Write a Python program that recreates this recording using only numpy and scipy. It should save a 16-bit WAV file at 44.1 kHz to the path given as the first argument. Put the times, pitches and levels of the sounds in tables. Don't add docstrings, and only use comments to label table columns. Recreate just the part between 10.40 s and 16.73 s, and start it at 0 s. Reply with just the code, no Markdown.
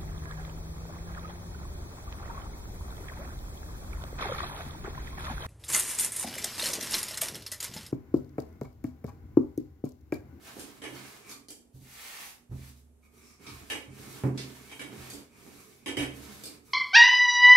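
import sys
import numpy as np
from scipy import signal
from scipy.fft import rfft, irfft
from scipy.io import wavfile
from scipy.ndimage import uniform_filter1d

SR = 44100
rng = np.random.default_rng(int(sys.argv[2]) if len(sys.argv) > 2 else 0)


def waveform_to_disk(signal):
    frames = np.transpose(np.atleast_2d(signal))
    scaled = np.clip(frames, -1, 1) * 32767
    samples = np.round(scaled).astype(np.int16)
    wavfile.write(sys.argv[1], SR, samples)


N = 279285

# [f/Hz, density/dB]
HUM = [(70, 5.1, 5), (228, 10, 11), (239.8, 5.2, 29.5), (418, 27, 6)]
FLOOR_COLOUR = [(25, 12), (70, 12), (130, 8), (260, 6.5), (500, 2), (1200, -12.5), (5000, -23), (8000, -16),
                (11500, -15.5), (15000, -31)]
# [t/s, length/s, share of length at which it is fastest,
# flour hiss level/dB, dough rasp level/dB, table rumble level/dB, axle rub level/dB]
STROKES = [(-.03, 0.48, 0.28, -53.5, -56.5, -53, -64.5), (0.443, 0.4, 0.38, -52.5, -54, -58.5, -61.5),
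           (0.833, .11, 0.64, -50, -62.5, -61, -60.5), (2.708, 0.27, 0.25, -60, -77, -64, -68),
           (2.997, 0.51, 0.06, -55.5, -60, -53, -64), (3.506, 0.38, 0.52, -50, -56, -49, -59),
           (3.931, 0.65, 0.14, -54.5, -59, -58.5, -64), (4.502, 0.35, 0.25, -51, -55, -48, -60),
           (4.88, 0.6, 0.41, -57.5, -66, -58, -64.5), (5.689, .51, 0.23, -51, -56.5, -52, -60.5),
           (6.224, 0.31, .3, -56.5, -87, -59.5, -71)]
# [t/s, length/s, flour hiss level/dB, swish level/dB]
SLIDES = [(1.335, 0.051, -57, -88), (1.38, 0.57, -46, -48.5), (1.93, 0.01, -58, -62), (2.1, .22, -55, -60),
          (2.35, 0.061, -62.5, -79), (2.62, 0.044, -65, -90)]
# [t/s, level/dB, rebound rel. to it/dB, table thud rel. to it/dB]
CLICKS_AND_BUMPS = [(.168, -65.5, -3.5, 26), (.195, -45.5, -8, -2), (.895, -49.5, 2, -3),
                    (1.085, -49.5, 3, -1), (1.222, -103, -1, 22), (4.701, -45.5, -11, -2.5),
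                    (4.735, -49, -12, 7.5), (6.037, -44.5, .8, -0.5)]
# [t/s, level/dB, rebound rel. to it/dB, table thud rel. to it/dB]
KNOCKS = [(.418, -45, 3, 6.5), (.450, -46, -12, 11.5), (3.300, -34, -2.5, 2), (4.295, -53, 7, 2.5),
          (4.394, -42, -0.5, 4.5), (5.460, -38, 0.1, 8.5), (5.569, -34, -3, 11.5), (5.606, -37.5, -4, 0)]
# [t/s, push level/dB, time of greatest push/s, slap rel. to push/dB, lowest modes rel. to push/dB]
THUMPS = [(.515, -21, 0.00082, 14, 2), (1.341, -1, 0.0029, -18.5, -4.5), (1.408, -12.5, 0.0011, -13, -8),
          (2.093, 5, 0.0039, -18.5, -22), (2.112, 6, 0.0019, -14, -0.5), (3.116, -4, 0.0026, -33, 3.5),
          (3.477, -14, 0.00073, 3, 4), (3.837, 6.5, 0.00047, 4.5, -12), (3.888, -30, 0.00078, 27, 25),
          (4.476, -32.5, 0.00034, 25.5, -3), (4.52, -32, 0.00051, 27, -9), (4.569, -14, 0.002, -12, 9),
          (5.065, -29, 0.00042, 19, 1), (5.579, -3, 0.00086, -26, 0.5)]
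# [t/s, length/s, low ring level/dB, high ring level/dB]
GROANS = [(.84, .07, -60, -57), (.915, 0.015, -54, -74), (2.636, .03, -67, -64), (2.745, 0.21, -65, -79),
          (3.045, 0.074, -53.5, -54.5), (4.9, 0.13, -69, -72), (5.18, 0.045, -56, -61),
          (6.268, 0.049, -60, -65)]
# [t/s, length/s, level/dB]
SQUEAK = [(2.82, 0.15, -62.5)]
# [t/s, level/dB, table thud rel. to it/dB]
SCUFFS = [(3.065, -47.5, -33), (3.976, -39.5, 2.5)]

# [f/Hz, level/dB, t60/s]
TABLE_MODES = [(46.5, -49, 0.48), (71.4, -46, 2.13), (85.2, -39.5, 0.5), (130.7, -27.5, 0.56),
               (144.4, -42, 0.26), (171.2, -40.5, 0.52), (209.8, -44.5, 0.99), (254, -39.5, 0.96),
               (285.4, -41, 0.45), (402, -39.5, 0.8), (542, -38, 0.45)]
# [f/Hz, width/Hz, lift/dB]
BOARD = [(130.5, 8.6, 17), (209.7, 32, 11.5), (286, 40, 12), (399, 130, 6.5)]
PIN = [(822, 440, 7.5), (1747, 27, 10.5), (1980, 70, 2), (1940, 40, -1.5), (2285, 65, 12), (2540, 56, 11),
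       (2876, 44, 17), (3150, 196, 15.5), (3350, 13, 10), (3790, 80, 12.5), (5040, 320, 5),
       (6210, 240, 8.5), (7700, 230, 8.5), (8280, 58, 16), (10000, 250, 12.5), (11500, 640, 2)]
SPINDLE = [(2390, 160, 11.5), (3160, 91, 10), (3610, 29, 14), (4610, 540, 6.5), (6770, 200, 0),
           (8630, 170, 6), (9600, 180, -12), (10100, 62, -39)]
BRIGHT = [(2340, 800, 20.5)]
HOLLOW = [(377, 220, 11.5), (1140, 390, 16)]

# [f/Hz, density/dB]
HISS_COLOUR = [(500, -12), (2000, -11), (4000, 0.5), (6000, 0.5), (9000, -0.5), (12000, 1.5), (15500, -8)]
RASP_COLOUR = [(200, -20.5), (600, -2), (820, -1.5), (1200, -2), (1600, -3), (2400, -3.5), (4000, -7),
               (12000, -17.5)]
SWISH_COLOUR = [(100, -12.5), (260, -8.5), (480, -10.5), (650, -8.5), (800, -0.5), (1150, -2.5),
                (1550, -1.2), (2300, 1.5), (4000, -6), (12000, -12.5)]
ROLL_COLOUR = [(25, -18), (70, 1.5), (100, 0.5), (170, -0.5), (250, -6), (340, -5.5), (450, -5),
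               (600, -18.5), (1200, -11.5), (5000, -52)]
AXLE_COLOUR = [(200, -16), (1200, -4.5), (2300, -5), (3300, -7), (5200, 0.5), (9000, 3.5), (15000, -38)]
HOLLOW_COLOUR = [(100, -47.5), (420, 9), (650, -25), (1150, -15.5), (1900, -9), (5000, -30)]
# [f/Hz, density/dB]
CLICK_COLOUR = [(200, -13), (800, -19), (1350, -7.5), (2200, -8), (3800, -1.5), (5000, 0.5), (7000, 3),
                (11000, 3), (15000, -10.5)]
KNOCK_COLOUR = [(100, -54), (400, -8), (620, 0), (1300, 2), (2000, 9), (3100, 0.5), (4000, -4),
                (7000, -5.5), (12000, -7.5), (15000, -28)]
THUD_COLOUR = [(40, -10.5), (120, -11), (200, -17.5), (280, -3.5), (350, -7.5), (500, -4.5), (620, -11),
               (800, -9.5), (1500, -33.5), (6000, -54)]
THUMP_COLOUR = [(40, -40), (130, -2.5), (280, -4.5), (350, 0.5), (450, -8), (600, -10), (800, -8),
                (1300, -16), (2300, -23), (4000, -45), (12000, -39)]
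SCUFF_COLOUR = [(200, -11), (1500, -5.5), (2500, 0), (3300, 1.5), (3900, 4.5), (5000, 2), (6500, -5),
                (9000, -5), (12000, -18), (15000, -53)]
# [f/Hz, density/dB]
GROAN_LOW = [(600, -31), (1000, -11.5), (1150, -6), (1230, -1), (1340, -14.5), (1900, -21), (6000, -59)]
GROAN_HIGH = [(1000, -61), (2060, -16), (2240, 4), (2440, 0), (2640, -15), (4000, -47), (12000, -39)]

# [f/Hz, t60/s]
KITCHEN = [(100, 0.67), (400, 0.56), (1500, 0.39), (4000, 0.33), (9000, 0.32), (15000, 0.3)]
# [f/Hz, left minus right/dB]
WIDTH = [(60, -11.5), (130, -13), (300, -6.5), (600, -5), (1200, 0), (15000, 1.5)]
LEAN = [(60, -3), (130, -2), (300, -7.5), (700, -2), (2300, -3), (4400, -0.1), (9000, -2)]
TOP_HZ = 15650

HISS_POWER, RASP_POWER, SWISH_POWER, AXLE_POWER, RUMBLE_POWER = 0.85, 0.93, 1.35, 0.5, 0.41
SLIDE_PEAK = 0.7
GROAN_PEAK = 0.2
REBOUND_S = 0.019
INERTIA_S = 0.033


def undb(db):
    return 10 ** (np.asarray(db) / 20)


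def by_pitch(points, hz):
    f, value = np.transpose(points)
    return np.interp(np.log(hz + 1), np.log(f), value)


def convolve(x, response):
    full = signal.fftconvolve(np.atleast_2d(x), np.atleast_2d(response), axes=-1)
    return full[:, :np.shape(x)[-1]]


def colour(x, points, peaks=()):
    size = 8192
    hz = np.arange(size // 2 + 1) * SR / size
    db = by_pitch(points, hz)
    for f, width, lift in peaks:
        db = db + lift / (1 + (2 * (hz - f) / width) ** 2)
    cepstrum = irfft(np.log(undb(db)))
    cepstrum[1:size // 2] *= 2
    cepstrum[size // 2 + 1:] = 0
    return convolve(x, irfft(np.exp(rfft(cepstrum))))


def body(x, broad, peaks):
    response = colour(signal.unit_impulse(SR), broad, peaks)
    return colour(x, broad, peaks) / np.linalg.norm(response)


def unit(x, size=N):
    return x / np.sqrt(np.mean(x[..., :size] ** 2))


def diffuse(size):
    mid, side = rng.standard_normal((2, size))
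    return mid + colour(side, WIDTH) * np.array([[1], [-1]])


def walk(rate):
    steps = rng.standard_normal(N // 100)
    return np.interp(np.arange(N) / SR * rate, np.arange(len(steps)), steps)


def kitchen(direct_db):
    hz, t, cells = signal.stft(diffuse(SR), SR, nperseg=256)
    fade = np.exp(-np.log(1000) * t / by_pitch(KITCHEN, hz)[:, None])
    tail = signal.istft(cells * fade, SR)[1][:, :SR]
    tail /= np.sqrt(np.sum(tail ** 2) / 2)
    tail[:, 0] += undb(direct_db)
    return tail


def speed(start_s, length_s, fastest):
    turning_s = start_s + length_s * np.array([0, np.clip(fastest, 0.05, 0.95), 1])
    phase = np.interp(np.arange(N) / SR, turning_s, [0, np.pi / 2, np.pi])
    return np.maximum(uniform_filter1d(np.sin(phase), int(INERTIA_S * SR)), 0)


def strokes(power, column):
    return sum(undb(row[column]) * speed(*row[:3]) ** power for row in STROKES)


def swells(rows, fastest, power, column):
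    return sum(undb(row[column]) * speed(*row[:2], fastest) ** power for row in rows)


def friction(drive, broad, peaks, grain_db, flutter_db, flutter_rate):
    grain = np.minimum(rng.exponential(size=N), 5)
    slips = rng.standard_normal(N) * undb(grain * grain_db)
    slips *= undb(flutter_db * walk(flutter_rate))
    response = colour(kitchen(direct_db=-6.5), broad, peaks)
    return convolve(drive * unit(slips), response / np.sqrt(np.sum(response ** 2) / 2))


def contact(db, direct_db):
    return undb(db) * unit(kitchen(direct_db), size=1300)


def add(track, s, sound):
    part = track[:, int(s * SR):][:, :sound.shape[1]]
    part += sound[:, :part.shape[1]]


def rebounding(rows):
    hits = []
    for s, db, again, thud in rows:
        hits += [(s, db, thud), (s + REBOUND_S, db + again, thud)]
    return hits


def rattle(hits, broad, peaks, direct_db, thud_db, chatter_db, chatter_s):
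    blows, pushes = np.zeros((2, 2, N))
    age = np.arange(SR // 20) / SR
    for s, db, thud in hits:
        chatter = rng.standard_normal(len(age)) * np.exp(-age / chatter_s)
        blow = undb(chatter_db) * chatter / np.linalg.norm(chatter) + (age == 0)
        echoes = contact(db, direct_db)
        add(blows, s, convolve(echoes, blow / np.linalg.norm(blow)))
        add(pushes, s, undb(thud + thud_db) * echoes)
    return body(blows, broad, peaks) + body(pushes, THUD_COLOUR, BOARD)


def quiet():
    return undb(-65) * unit(colour(diffuse(N), FLOOR_COLOUR, HUM))


def flour(hiss_db, rasp_db, swish_db):
    rubbed = strokes(HISS_POWER, column=3) + swells(SLIDES, SLIDE_PEAK, HISS_POWER, column=2)
    hiss = friction(rubbed, HISS_COLOUR, (), grain_db=4.5, flutter_db=2.5, flutter_rate=41)
    sheared = strokes(RASP_POWER, column=4)
    rasp = friction(sheared, RASP_COLOUR, (), grain_db=3.5, flutter_db=3.5, flutter_rate=40)
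    slid = swells(SLIDES, SLIDE_PEAK, SWISH_POWER, column=3)
    swish = friction(slid, SWISH_COLOUR, (), grain_db=1.5, flutter_db=1.0, flutter_rate=51)
    return undb(hiss_db) * hiss + undb(rasp_db) * rasp + undb(swish_db) * swish


def rolling(rumble_db, bright_db, hollow_db):
    bumps = diffuse(N) * strokes(RUMBLE_POWER, column=5) * undb(3.1 * walk(30))
    rumble = body(bumps, ROLL_COLOUR, BOARD)
    rub = strokes(AXLE_POWER, column=6)
    bright = friction(rub, AXLE_COLOUR, BRIGHT, grain_db=4.0, flutter_db=3.5, flutter_rate=16)
    hollow = friction(rub, HOLLOW_COLOUR, HOLLOW, grain_db=7.0, flutter_db=2.5, flutter_rate=22)
    return undb(rumble_db) * rumble + undb(bright_db) * bright + undb(hollow_db) * hollow


def clicks_and_bumps():
    return rattle(rebounding(CLICKS_AND_BUMPS), CLICK_COLOUR, SPINDLE,
                  direct_db=-11, thud_db=-6, chatter_db=1, chatter_s=0.0023)


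def knocks():
    return rattle(rebounding(KNOCKS), KNOCK_COLOUR, PIN,
                  direct_db=-24.0, thud_db=-9.5, chatter_db=-4, chatter_s=0.0072)


def thumps(slap_db, direct_db):
    t = np.arange(2 * SR) / SR
    modes = []
    for k, (hz, db, t60) in enumerate(TABLE_MODES):
        swing = (-1) ** k * np.sin(2 * np.pi * hz * t)
        modes.append(undb(db) * swing * np.exp(-np.log(1000) * t / t60))
    modes = np.array(modes)
    lowest = np.array(TABLE_MODES)[:, 0] < 100
    slaps, booms = np.zeros((2, 2, N))
    for s, db, contact_s, slap_rel, low_rel in THUMPS:
        age = t[:SR // 20] / contact_s
        push = age * np.exp(-age)
        boom = convolve(undb(low_rel * lowest) @ modes, push / push.sum())
        add(booms, s, undb(db) * boom)
        rise = np.minimum((t[:SR] + 0.00075) / (5 * contact_s), 1)
        add(slaps, s, rise * contact(db + slap_rel + slap_db, direct_db))
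    return booms + body(slaps, THUMP_COLOUR, BOARD)


def groans(groan_db):
    low_drive = swells(GROANS, GROAN_PEAK, AXLE_POWER, column=2)
    low = friction(low_drive, GROAN_LOW, (), grain_db=6.0, flutter_db=2.0, flutter_rate=25)
    high_drive = swells(GROANS, GROAN_PEAK, AXLE_POWER, column=3)
    high = friction(high_drive, GROAN_HIGH, (), grain_db=6.5, flutter_db=1.0, flutter_rate=8.7)
    return undb(groan_db) * (low + high)


def squeak(hz, width_hz, lift_db):
    drive = swells(SQUEAK, GROAN_PEAK, AXLE_POWER, column=2)
    return friction(drive, AXLE_COLOUR, [(hz, width_hz, lift_db)],
                    grain_db=4, flutter_db=2.0, flutter_rate=38)


def scuffs():
    return rattle(SCUFFS, SCUFF_COLOUR, (), direct_db=-26, thud_db=-5.5, chatter_db=1.5, chatter_s=0.043)


def scene():
    rubbing = flour(hiss_db=-1.65, rasp_db=4.5, swish_db=3.5)
    rubbing = rubbing + rolling(rumble_db=-2.9, bright_db=3.2, hollow_db=-2.5)
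    impacts = clicks_and_bumps() + knocks() + thumps(slap_db=-37, direct_db=0) + scuffs()
    axle_cries = groans(groan_db=0.3) + squeak(hz=5460, width_hz=1300, lift_db=14.5)
    return quiet() + rubbing + impacts + axle_cries


def record(dry):
    ports = []
    for x, sign in zip(dry, (1, -1)):
        ports.append(colour(x, [(hz, sign * db / 2) for hz, db in LEAN]))
    bass_cut = signal.butter(4, 39, "highpass", fs=SR, output="sos")
    top_cut = signal.ellip(10, 0.2, 80, TOP_HZ, fs=SR, output="sos")
    return signal.sosfilt(top_cut, signal.sosfilt(bass_cut, np.vstack(ports)))


dry = scene()
out = record(dry)
waveform_to_disk(out)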